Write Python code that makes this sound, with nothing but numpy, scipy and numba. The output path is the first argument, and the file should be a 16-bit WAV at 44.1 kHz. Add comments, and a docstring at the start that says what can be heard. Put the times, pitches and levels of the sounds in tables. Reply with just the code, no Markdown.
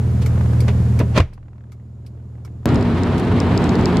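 """A car cabin, parked and moving

The engine idles, the indicator relay ticks, trim rattles, and a door is pulled shut. The slam makes
an automatic gain control duck, and the gain creeps back up. Then an abrupt cut to the same cabin
on the road: tyre roar, engine drone, the sharp ticks of something loose, creaks and thuds."""
import sys
import numpy as np
from scipy import signal
from scipy.fft import rfft, irfft
from scipy.io import wavfile
from numba import njit

SR = 44100
rng = np.random.default_rng(int(sys.argv[2]) if len(sys.argv) > 2 else 0)


def master_out(mix):
    """Clip the mix to full scale and print it as 16-bit PCM to the path in sys.argv[1]."""
    frames = np.transpose(np.atleast_2d(mix))
    ceiling = np.clip(frames, -1, 1)
    pcm = np.round(ceiling * 32767).astype(np.int16)
    wavfile.write(sys.argv[1], SR, pcm)


N = 176400
T = np.arange(N) / SR
SHUT_S, CUT_S = 1.3, 2.657

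# Crankshaft speed. Each row: time in seconds, turns per second.
CRANK_SPEED = [(0, 20.1), (.3, 19.92), (1.1, 19.9), (1.3, 20.04), (2.65, 20.02)]
# Harmonics of the idle. Each row: multiple of the crank speed, relative level in dB.
IDLE_ORDERS = [(2, -18.5), (3, -33.5), (4, 2.5), (5, -1.5), (6, 5), (7, -18), (8, -15.5), (9, -12),
               (10, -14), (11, -13), (12, -29), (14, -32.5)]
# Resonances of the cabin air. Each row: frequency in Hz, bandwidth in Hz.
CABIN_MODES = [(90, 2.9), (190, 35)]
# The door's knocks, swing and latch. Each row: time in seconds, level in dB, attack in seconds,
# time to decay by 60 dB (T60) in seconds, spectral tilt in dB per octave.
DOOR_HITS = [(.222, -33.5, 0.0056, 0.095, 6), (.682, -21.5, 0.0016, 0.086, 1),
             (.685, -19, 0.0034, 0.091, -2.5), (1.003, -13, 0.0041, 0.092, -3),
             (1.011, -13.5, 0.0034, .08, -4), (1.035, -20.5, 0.0025, 0.06, -8),
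             (1.168, -12.5, 0.0097, 0.08, 0.5), (1.178, -1.5, 0.0018, .06, 0.5),
             (1.182, -2.5, .001, 0.053, 0), (1.204, -0.5, 0.0034, 0.12, 0), (1.25, -24, .01, 0.36, -0.5)]
# Modes of door panel and car body. Each row: frequency in Hz, relative level in dB, T60 in seconds.
PANEL_MODES = [(200, -9.5, 0.11), (400, -13, .12), (637, -12.5, 0.1), (970, -17.5, .09)]
BODY_MODES = [(87.5, 25, 0.099), (66, 7.5, 0.22), (131, 11.5, .15), (30, -7, 0.9)]
# Strength of the tyre roar. Each row: time in seconds, bass level in dB, treble level in dB.
ROAR_LEVELS = [(2.66, -14.5, -28), (2.78, -15, -29.5), (2.84, -18.5, -30.5), (3.3, -18, -29.5),
               (3.6, -16, -28), (4, -16.5, -28.5)]
# Engine orders, tyre cavity and drivetrain tones. Each row: frequency in Hz, level at the cut in dB,
# level at the end in dB, roughness from 0 to 1.
DRONE_TONES = [(88.7, -26.5, -33, 0.05), (183.4, -30.5, -20, 0), (236.2, -23.5, -23, 0.67),
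               (276, -31, -40, 0.07), (363.4, -35, -33, 0.63), (420.3, -40.5, -29, 0.1),
               (942, -45, -39.5, .9)]

# Brief sounds of trim, a loose part and tyres. Each row: time in seconds, relative level in dB.
RATTLES = [(.305, -32.5), (0.332, -32), (.357, -29.5), (.378, -27), (.41, -23.5), (.459, -28), (.533, -26),
           (1.329, -20), (1.378, -21), (1.429, -26.5), (1.458, -31), (1.483, -26.5), (1.532, -28),
           (1.558, -32), (1.581, -26.5), (1.608, -29), (1.639, -28.5), (1.667, -36), (1.698, -34),
           (1.799, -33.5), (2.05, -34), (2.174, -33.5), (2.2, -35), (2.354, -34), (2.382, -35),
           (2.477, -26.5), (2.631, -32.5)]
TICKS = [(2.6893, -25.5), (2.7568, -23), (2.81, -28), (2.826, -27), (3.0335, -21.5), (3.4017, -16),
         (3.5758, -15.5), (3.6406, -21), (3.692, -20), (3.7537, -22), (3.8102, -25.5), (3.856, -14),
         (3.9694, -17.5)]
CREAKS = [(2.744, -37), (3.18, -34), (3.197, -36), (3.249, -43), (3.62, -47), (3.791, -43)]
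BUMPS = [(2.785, -11), (2.945, -15), (3.703, -14.5)]

# Noise spectra of the sources. Each row: frequency in Hz, relative spectral density in dB.
OPEN_AIR_SPECTRUM = [(20, -11), (55, -3.5), (180, 5), (300, -8.5), (420, -8.5), (600, -16), (1200, -24.5),
                     (2000, -30), (3200, -37.5), (7000, -42), (12000, -47.5), (16000, -63.5)]
SHUT_AIR_SPECTRUM = [(20, -1.5), (55, 1.5), (200, 3.5), (400, -4.5), (550, -11), (1200, -22.5), (1800, -31),
                     (3200, -37.5), (7000, -41.5), (12000, -47.5), (16000, -63)]
DOOR_SPECTRUM = [(40, -10.5), (120, -3.5), (280, 2), (430, -1), (630, -1.5), (800, -11.5), (1000, -6.5),
                 (1500, -12), (2300, -11), (4000, -21), (7000, -32), (12000, -45.5), (16000, -59.5)]
RELAY_CLOSE_SPECTRUM = [(530, -45), (900, -11), (1130, 1), (1850, -16), (2270, -0.5), (2540, -23),
                        (2890, -14), (3150, -17), (4570, -16), (5220, -13.5), (11800, -25), (12900, -19),
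                        (16000, -53.5)]
RELAY_OPEN_SPECTRUM = [(880, -37), (1500, -14.5), (1870, -14), (2270, 3), (3150, -7), (4920, 2),
                       (6430, -9.5), (10500, -8.5), (13100, -14), (16000, -35)]
RATTLE_SPECTRUM = [(200, 8), (700, 6), (1700, -1.5), (2600, -10.5), (4200, -20.5), (7000, -29.5),
                   (16000, -50)]
CLICK_SPECTRUM = [(100, 3), (600, -1), (3000, -15), (16000, -26)]
ROAR_SPECTRUM = [(15, -51), (25, -26), (84, 2), (153, -0.5), (185, -2.5), (206, -5), (242, -2), (384, -8.5),
                 (416, -9.5), (516, -15), (936, -20), (1480, -27), (4030, -40), (6050, -53), (7510, -55),
                 (11600, -64.5), (16000, -79)]
TICK_SPECTRUM = [(2000, -17), (3500, -8), (4000, 4), (4700, -1), (5300, 1.5), (6000, -9), (7600, -5),
                 (8500, -19), (12000, -25.5), (16000, -42)]
CREAK_SPECTRUM = [(2000, 2), (5000, 3), (11000, -6), (14500, -18), (16000, -20)]
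BUMP_SPECTRUM = [(50, -9), (120, 0), (320, -3), (600, -24), (3000, -52), (16000, -90)]

# Stereo width of blows and road noise, and of the diffuse sound while parked.
# Each row: frequency in Hz, side level minus mid level in dB.
WIDTH = [(30, -18.5), (110, -17.5), (200, -15.5), (380, -17.5), (700, -16), (1300, -8), (2400, -7.5),
         (4400, -5.5), (8000, -3), (16000, 2.5)]
DIFFUSE_WIDTH = [(30, -15.5), (200, -11.5), (380, -8), (700, -6.5), (1300, 0), (2400, -3.5), (8000, -1.5),
                 (16000, 1.5)]


def amp(db):
    """Amplitude grows tenfold for every 20 dB."""
    return 10 ** (np.asarray(db) / 20)


def curve(table, column=1):
    """Linear interpolation in time turns a table column into a continuous control."""
    rows = np.array(table)
    return np.interp(T, rows[:, 0], rows[:, column])


def db_at(spectrum, hz):
    """A spectrum's level is interpolated along a logarithmic frequency axis."""
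    rows = np.array(spectrum)
    return np.interp(np.log(hz), np.log(rows[:, 0]), rows[:, 1])


def noise(spectrum, tilt_db=0, width=WIDTH, size=N):
    """The sum and difference of independent filtered noises form a stereo pair of unit rms."""
    hz = np.maximum(np.fft.rfftfreq(size, 1 / SR), 1)
    bass_rolloff = np.minimum(hz / spectrum[0][0], 1) ** 2
    gain = amp(db_at(spectrum, hz) + tilt_db * np.log2(hz)) * bass_rolloff
    white = rfft(rng.standard_normal((2, size)))
    mid, side = irfft(white * np.array([gain, gain * amp(db_at(width, hz))]), size)
    pair = np.array([mid + side, mid - side])
    return pair / pair.std()


def drift(rate_hz):
    """Low-passed noise wanders smoothly, with unit standard deviation."""
    lowpass = np.exp(-(np.fft.rfftfreq(N, 1 / SR) / rate_hz) ** 2)
    wander = irfft(rfft(rng.standard_normal(N)) * lowpass, N)
    return wander / wander.std()


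def burst(peak_s, db, spectrum, t60, attack=.0005, tilt_db=0, width=WIDTH):
    """The dense modes of a struck part merge into noise that swells and decays exponentially."""
    size = 16384
    start = max(int(peak_s * SR) - size // 4, 0)
    age = T[start:start + size] - peak_s
    envelope = np.exp(np.minimum(age / attack, -np.log(1000) * age / t60))
    out = np.zeros((2, N))
    out[:, start:start + size] = amp(db) * envelope * noise(spectrum, tilt_db, width, size)[:, :len(age)]
    return out


def mode(age, hz, db, t60):
    """A damped resonator vibrates freely as an exponentially decaying sinusoid."""
    return amp(db) * np.sin(2 * np.pi * hz * age) * np.exp(-np.log(1000) * age / t60)


def idle():
    """Crank harmonics boom through cabin modes over pulsing air noise; the shut door muffles both."""
    speed = curve(CRANK_SPEED)
    crank_angle = 2 * np.pi * np.cumsum(speed * (1 + .0022 * drift(5.4))) / SR
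    boom = 0
    for order, db in IDLE_ORDERS:
        # Each mode delays the harmonics above it by up to half a cycle.
        lag = sum(np.arctan2(bandwidth / 2, hz - order * speed.mean()) for hz, bandwidth in CABIN_MODES)
        boom -= amp(db) * np.cos(order * crank_angle - lag)
    shut = np.clip((T - SHUT_S) / .04 + .5, 0, 1)
    boom *= amp(-13.5 - 3.5 * shut) / boom.std()
    air = (1 - shut) * amp(-24.5) * noise(OPEN_AIR_SPECTRUM, width=DIFFUSE_WIDTH)
    air += shut * amp(-29.5) * noise(SHUT_AIR_SPECTRUM, width=DIFFUSE_WIDTH)
    low_air = signal.sosfilt(signal.butter(2, 2500, fs=SR, output="sos"), air)
    return boom + air + .24 * np.cos(2 * crank_angle) * low_air


def whine(hz=7000, db=-67):
    """Random modulation spreads a faint, high tone into a narrow band of hiss."""
    modulation = drift(120) + 1j * drift(120)
    return amp(db) * np.real(modulation * np.exp(2j * np.pi * hz * T))


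def door(seat_s=1.198, rise_s=.0097):
    """Impacts at the stops and latch excite the panel's modes; the body booms as the door seats."""
    knocks = 0
    for start, db, attack, t60, tilt_db in DOOR_HITS:
        knocks += burst(start, db, DOOR_SPECTRUM, t60, attack, tilt_db)
        age = np.maximum(T - start, 0)
        for hz, mode_db, mode_t60 in PANEL_MODES:
            octaves = np.log2(hz / PANEL_MODES[-1][0])
            knocks += mode(age, hz, db + mode_db + tilt_db * octaves, mode_t60)
    age = np.maximum(T - seat_s, 0)
    boom = sum(mode(age, hz, db, t60) for hz, db, t60 in BODY_MODES)
    return knocks + boom * (1 - np.exp(-(age / rise_s) ** 2))


def indicator(first_s=.2605, period_s=.7294, closed_s=.3435):
    """A relay strikes on closing and on opening; its spring rings high, longer on closing."""
    spring_hz, step_hz, spring_db = 13050, 500, -46
    spring_band = [(spring_hz + k * step_hz, db) for k, db in enumerate([-50, -4, 0, -6, -50], -2)]
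    out = 0
    for closes in np.arange(first_s, CUT_S, period_s):
        opens = closes + closed_s
        out += burst(closes + .0006, -28, RELAY_CLOSE_SPECTRUM, t60=.075)
        out += burst(closes + .001, spring_db, spring_band, t60=.07)
        out += burst(opens + .001, -32.5, RELAY_OPEN_SPECTRUM, t60=.075)
        out += burst(opens + .001, spring_db + 2, spring_band, t60=.04)
    return out


def trim_rattles():
    """Forced vibration at idle makes the trim chatter in short runs of impacts."""
    return sum(burst(s, db, RATTLE_SPECTRUM, t60=.03, width=DIFFUSE_WIDTH) for s, db in RATTLES)


def cut_click():
    """A very brief transient has a broad spectrum and is heard as a click."""
    return burst(CUT_S + .001, -14, CLICK_SPECTRUM, t60=.0031, attack=.0001)


def tyre_roar(split_hz=654):
    """Rolling contact radiates rumble and hiss, each fluttering with the road surface."""
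    roar = noise(ROAR_SPECTRUM)
    bass = signal.sosfiltfilt(signal.butter(2, split_hz, fs=SR, output="sos"), roar)
    treble = roar - bass
    bass_db = curve(ROAR_LEVELS) + .3 * drift(22)
    treble_db = curve(ROAR_LEVELS, column=2) + 1.06 * drift(40)
    return bass / bass.std() * amp(bass_db) + treble / treble.std() * amp(treble_db)


def drone():
    """Tones of engine, tyres and drivetrain waver under random amplitude and phase modulation."""
    out = 0
    for hz, first_db, last_db, roughness in DRONE_TONES:
        modulation = 1 + roughness * (drift(16) + 1j * drift(18))
        tone = np.real(modulation * np.exp(2j * np.pi * (hz * T + rng.random())))
        level_db = np.interp(T, [CUT_S, T[-1]], [first_db, last_db])
        out += tone / tone.std() * amp(level_db)
    return out


def loose_ticks():
    """Short, heavily damped impacts of a loose part give sharp, bright ticks."""
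    return sum(burst(s + .001, db - 4, TICK_SPECTRUM, t60=.0095, attack=.00023) for s, db in TICKS)


def trim_creaks():
    """Plastic trim creaks in soft bursts of quickly damped, high-frequency vibration."""
    return sum(burst(s, db, CREAK_SPECTRUM, t60=.038) for s, db in CREAKS)


def tyre_thuds():
    """Uneven tarmac gives the tyres slow blows, whose energy lies at low frequencies."""
    return sum(burst(s, db, BUMP_SPECTRUM, t60=.08, attack=.017) for s, db in BUMPS)


def scene():
    """Sources add by superposition: first in the parked car, then, after a click, in the moving one."""
    parked = idle() + whine() + door() + indicator() + trim_rattles()
    parked *= amp(np.array([[-.4], [.4]]) / 2)  # slightly to the right
    moving = tyre_roar() + drone() + loose_ticks() + trim_creaks() + tyre_thuds()
    return np.where(T < CUT_S, parked, moving) + cut_click()


@njit
def gain_reduction(overload_db, initial_db=3., attack_s=.0015, recovery_db_per_s=5.5):
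    """A gain control's reduction, in dB, follows overload quickly and recovers at a steady rate."""
    out, held_db = np.empty(len(overload_db)), initial_db
    for i in range(len(overload_db)):
        if overload_db[i] > held_db:
            held_db += (overload_db[i] - held_db) / (attack_s * SR)
        held_db = max(held_db - recovery_db_per_s / SR, 0.)
        out[i] = held_db
    return out


def record(dry):
    """Gain control compresses the parked scene; all sound is then clipped and low-pass filtered."""
    threshold_db, cutoff_hz = -8, 15800
    level_db = 20 * np.log10(np.abs(dry.mean(axis=0)) + 1e-9)
    duck_db = gain_reduction(level_db - threshold_db) * (T < CUT_S)
    clipped = np.clip(dry * amp(-duck_db), -1, 1)
    return signal.sosfilt(signal.ellip(8, .2, 70, cutoff_hz, fs=SR, output="sos"), clipped)


dry = scene()
out = record(dry)
master_out(out)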